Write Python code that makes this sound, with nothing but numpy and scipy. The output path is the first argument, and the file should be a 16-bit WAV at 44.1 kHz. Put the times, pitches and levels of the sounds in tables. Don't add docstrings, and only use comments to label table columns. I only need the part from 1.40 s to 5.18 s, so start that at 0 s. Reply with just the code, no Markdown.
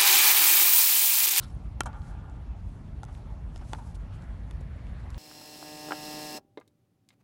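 import sys
import numpy as np
from scipy import signal
from scipy.io import wavfile

SR = 44100
rng = np.random.default_rng(int(sys.argv[2]) if len(sys.argv) > 2 else 0)


def unload_audio(sound):
    columns = np.transpose(np.atleast_2d(sound))
    steps = np.round(np.clip(columns, -1, 1) * 32767)
    wavfile.write(sys.argv[1], SR, steps.astype(np.int16))


def volts(x):
    e = np.asarray(x, float) / 20
    return 10 ** e


N = 166698


def rms_one(x):
    return x / np.sqrt(np.mean(x ** 2) + 1e-20)


def cut(x, hz, kind):
    return signal.sosfilt(signal.butter(2, np.clip(hz, 10, .45 * SR), kind, fs=SR, output="sos"), x)


def ring(hz, t60, size):
    t = np.arange(size) / SR
    return np.sin(2 * np.pi * hz * t) * volts(-60 * t / t60)


def burst(t60, size):
    return rng.standard_normal(size) * volts(-60 * np.arange(size) / SR / t60)


def add(out, s, x):
    i = int(s * SR)
    out[i:i + len(x)] += x[:len(out) - i]


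def drift(rate):
    r = np.exp(-80 * np.pi * rate / SR)
    slow = signal.lfilter([1], [1, -2 * r, r * r], rng.standard_normal(N // 40 + 2002))[2000:]
    return np.interp(np.arange(N) / 40, np.arange(len(slow)), rms_one(slow))


def air(spectrum, patchy_db):
    hz, db = np.transpose(spectrum)
    edges = 22 * 2 ** np.arange(0, 9.4, 1 / 3)
    edges = edges[(edges > .7 * hz[0]) & (edges < 1.5 * hz[-1])]
    white, out = rng.standard_normal((2, N + SR)), 0
    for k, (low, high) in enumerate(zip(edges, edges[1:])):
        sos = signal.butter(2, [low, high], "band", fs=SR, output="sos")
        band = signal.sosfilt(sos, white[k % 2])[SR:]
        band_db = np.interp(np.log(low * high) / 2, np.log(hz), db)
        out = out + band * volts(band_db + patchy_db * drift(11.5))
    return rms_one(out)


def knocks():
    # start_s, crack_db, modes_db, low_ring_db, high_ring_db
    hits = [
        (0.40640, -8.5, -16.5, -19, -20.5),
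        (1.6324, -33, -41, -33, -37.5),
        (2.160, -38.5, -39.5, -39, -52),
        (2.33275, -22, -24, -24, -33),
        (3.11, -38, -37.5, -50, -57),
        (3.2105, -50, -54, -39, -68),
    ]
    # low_ring_hz, low_ring_length_factor, modes_pitch_factor, length_factor, sent_db
    grips = [(855, 0.6, 1.0, .9, -1.5), (835, 1.4, 1.9, .7, -2.5), (720, 0.68, 1.6, .9, 2),
             (870, 0.9, 1.082, .6, -7), (910, 0.83, 1.09, .7, -5), (530, .9, 1.001, .9, -8)]
    # pitch_hz, level_db, t60_s
    stick_modes = [(1127, -14.5, 0.047), (1790, -3.5, 0.0088), (2050, -2.5, 0.0059), (2330, -15, 0.028),
                   (2680, -16.5, 0.03), (3145, -11, 0.027), (3400, -9.5, 0.0094), (4060, -15.5, 0.015),
                   (4500, -47, 0.0042), (5060, -20, 0.01), (5820, -18, 0.016), (5700, -7, 0.0049),
                   (9300, -14, 0.0033), (10500, -42, 0.0024)]
    size = 3000
    t = np.arange(size) / SR
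    ring_lag_s, low_t60_s = .0008, .02
    high_hz, high_t60_s = 1378, .04
    out, sent = np.zeros(N), np.zeros(N)
    for hit, grip in zip(hits, grips):
        s, crack_db, modes_db, low_db, high_db = hit
        low_hz, longer, pitch, lasting, sent_db = grip

        snap = ring(7000, .0005, size) * np.minimum(t / .00011, 1) ** 2
        rattle = cut(cut(burst(.013, size), 980, "high"), 11000, "low")
        crack = volts(crack_db) * (volts(-20) * rattle + volts(10.5) * snap)
        modes = 0
        for k, (hz, db, t60) in enumerate(stick_modes):
            modes = modes + (-1) ** k * volts(db) * ring(hz * pitch, t60 * lasting, size)
        modes = volts(modes_db) * modes * np.minimum(t / .00025, 1)
        add(out, s, crack + modes)

        low = volts(low_db) * cut(ring(low_hz, low_t60_s * longer, size), 5400, "low")
        high = volts(high_db) * cut(ring(high_hz, high_t60_s * lasting, size), 1620, "low")
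        thud = volts(modes_db - 10) * ring(366, .016, size)
        add(out, s + ring_lag_s, -low - high - thud)

        low = volts(low_db + 6) * ring(low_hz, low_t60_s * longer * 1.7, size)
        high = volts(high_db + .3) * ring(high_hz, .025, size)
        mid = volts(high_db - 1) * ring(1190, .03, size)
        slap = volts(low_db + 4) * cut(cut(burst(.008, size), 905, "high"), 1300, "low")
        add(sent, s, volts(sent_db) * (crack + volts(-4) * modes + high + mid + low + slap))
    return out, sent


def dome(x):
    # delay_s, rise_s, t60_s, level_db, high_cut_hz
    echoes = [
        (.051, 0.00053, 0.058, -33.5, 9300),
        (0.0506, 0.0054, 0.15, -33.5, 1550),
        (0.118, 0.024, 0.24, -40.5, 2500),
        (.18, 0.098, 1.3, -49.5, 1980),
        (.27, 0.018, .5, -52, 3000),
        (.40, .04, .9, -53.5, 2000),
    ]
    t, response = np.arange(2 * SR) / SR, 0
    for delay, rise, t60, db, high_hz in echoes:
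        late = np.maximum(t - delay, 0)
        lumps_db = .53 * drift(44)[:2 * SR]
        swell = (1 - np.exp(-late / rise)) * volts(db - 60 * late / t60 + lumps_db)
        response = response + cut(cut(rng.standard_normal(2 * SR), high_hz, "low"), 656, "high") * swell
    return signal.fftconvolve(x, response)[:N]


def ticks():
    # start_s, peak_db, low_cut_hz, high_cut_hz
    clicks = [(.417, -45, 4500, 9000), (0.4207, -57, 2500, 6000), (0.4345, -36, 450, 12000),
              (0.436, -39, 400, 1400), (0.444, -52, 4260, 11330), (0.531, -48, 1900, 4230),
              (0.619, -48, 2370, 5670), (.898, -51, 3970, 7870), (1.641, -41.5, 3080, 8000),
              (1.6509, -42.5, 1950, 11200), (1.7507, -43, 2140, 3600), (2.17, -44.5, 2070, 7950),
              (2.178, -43, 2000, 8200), (2.213, -43, 590, 2500), (2.3487, -37, 1100, 2600),
              (2.512, -52, 3500, 7900), (2.823, -49, 3640, 10800), (2.841, -54, 3450, 10000),
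              (3.004, -57, 2040, 6000), (3.112, -46.5, 5960, 11900), (3.469, -43.5, 1500, 4060),
              (3.494, -64, 2500, 5970), (3.704, -38.5, 3500, 11900), (3.745, -39.5, 1300, 4000)]
    out = np.zeros(N)
    for s, db, low_hz, high_hz in clicks:
        push = .3 * burst(.004, size=500) + (np.arange(500) == 0)
        click = cut(cut(cut(push, low_hz, "high"), high_hz, "low"), high_hz, "low")
        add(out, s, volts(db) * click / np.abs(click).max())
    return out


def scuffs():
    # middle_s, half_width_s, level_db, low_cut_hz
    shoe_strokes = [(.01, 0.03, -58, 1960), (0.039, 0.0068, -55, 2340), (.095, 0.02, -65.5, 2500),
                    (.58, 0.037, -72, 4970), (0.678, 0.039, -65.5, 3840), (1.319, 0.054, -72, 4900),
                    (1.755, 0.037, -66, 3700), (2.175, 0.026, -68.5, 3000), (2.31, 0.049, -60.5, 3760),
                    (2.38, 0.024, -68.5, 4000), (2.475, 0.036, -64.5, 4500), (2.553, 0.0054, -57, 2850),
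                    (2.75, 0.016, -66.5, 4500), (2.83, 0.017, -69.5, 3820), (3.211, 0.0036, -60, 5000),
                    (3.47, 0.037, -82, 3000), (3.60, 0.0062, -71, 4000), (3.705, 0.0055, -64, 4000),
                    (3.75, 0.016, -66.5, 2500)]
    # middle_s, half_width_s, level_db, centre_hz
    swishes = [(0.03, 0.029, -55.5, 1290), (0.036, 0.017, -59, 4270), (2.345, 0.012, -46.5, 860),
               (2.23, 0.01, -55, 1370), (1.9, 0.065, -59.5, 850), (2.40, .012, -61, 990),
               (2.75, 0.035, -62, 1450), (2.83, 0.03, -62, 1400), (2.74, 0.035, -65, 2600),
               (2.90, 0.045, -65.5, 1500), (3.682, 0.52, -64, 1780)]
    t = np.arange(N) / SR
    grain = rms_one(cut(rng.standard_normal(N) * volts(1.5 * drift(68)), 9200, "low"))
    out = np.zeros(N)
    for s, half, db, hz in shoe_strokes:
        out += volts(db) * np.exp(-.5 * ((t - s) / half) ** 2) * cut(grain, hz, "high")
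    for s, half, db, hz in swishes:
        band = cut(cut(grain, hz, "high"), hz, "low")
        hiss = rms_one(signal.lfilter(*signal.iirpeak(hz, 1 / .3, SR), band))
        out += volts(db) * np.exp(-.5 * ((t - s) / half) ** 2) * hiss
    return out


def jingles():
    # start_s, level_db, pitch_hz, t60_s
    small_rings = [(.006, -52, 3000, 0.036), (.008, -62, 11200, .03), (.023, -54, 4300, .04),
                   (.030, -71, 8350, .03), (.031, -53, 3060, .03), (.035, -45, 5380, 0.041),
                   (.039, -56, 4700, 0.022), (.038, -53, 3400, .04), (.052, -63, 10800, .03),
                   (.057, -66, 9490, .025), (.078, -63, 11200, .025), (.098, -57, 5400, 0.024),
                   (.097, -68, 10800, .025), (.100, -60, 3140, .025), (.101, -66, 9490, .025),
                   (.119, -65, 11000, .02), (.125, -61, 9490, .03), (.143, -62, 10700, .025),
                   (.147, -60, 9500, .03), (.164, -74, 10750, .03), (.170, -67, 9490, .025),
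                   (.188, -71, 10900, 0.027), (.236, -71, 10700, 0.021), (.239, -67, 9480, 0.022),
                   (.260, -69, 9400, .02)]
    out = np.zeros(N)
    for s, db, hz, t60 in small_rings:
        add(out, s, volts(db) * ring(hz, t60, size=1500) * np.minimum(np.arange(1500) / 100, 1))
    return out


def air_rush():
    # pitch_hz, level_db_per_hz
    duct = [(350, -18), (550, -1), (1030, -4), (1450, -10), (2500, -15.5), (5000, -24.5), (8000, -30),
            (12400, -32.5)]
    # time_s, level_db
    facing = [
        (0, -62.5),
        (.4, -63),
        (1.3, -63),
        (2.1, -62.5),
        (2.6, -61.5),
        (3.3, -61.5),
        (3.78, -58.5),
    ]
    s, db = np.transpose(facing)
    return volts(np.interp(np.arange(N) / SR, s, db) + 2.5) * air(duct, patchy_db=2.0)


def blowers():
    # pitch_hz, level_db_per_hz
    fan = [(24, -54), (36, -4.5), (55, 1.5), (90, -7), (130, -10), (250, -22.5), (334, -29.5), (700, -43.5)]
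    return volts(-37.5) * cut(air(fan, patchy_db=.97), 23.8, "high")


def scene():
    hits, sent = knocks()
    small = ticks()
    echo = dome(sent + volts(-8) * small)
    mix = hits + echo + small + scuffs() + jingles() + air_rush() + blowers()
    return mix[None]


def band_limit(x):
    return signal.sosfilt(signal.butter(12, 12670, fs=SR, output="sos"), x)


def record(dry):
    top_cut = signal.cheby2(10, 50, 13000, fs=SR, output="sos")
    mix = signal.sosfilt(top_cut, dry)
    return band_limit(mix)


dry = scene()
out = record(dry)
unload_audio(out)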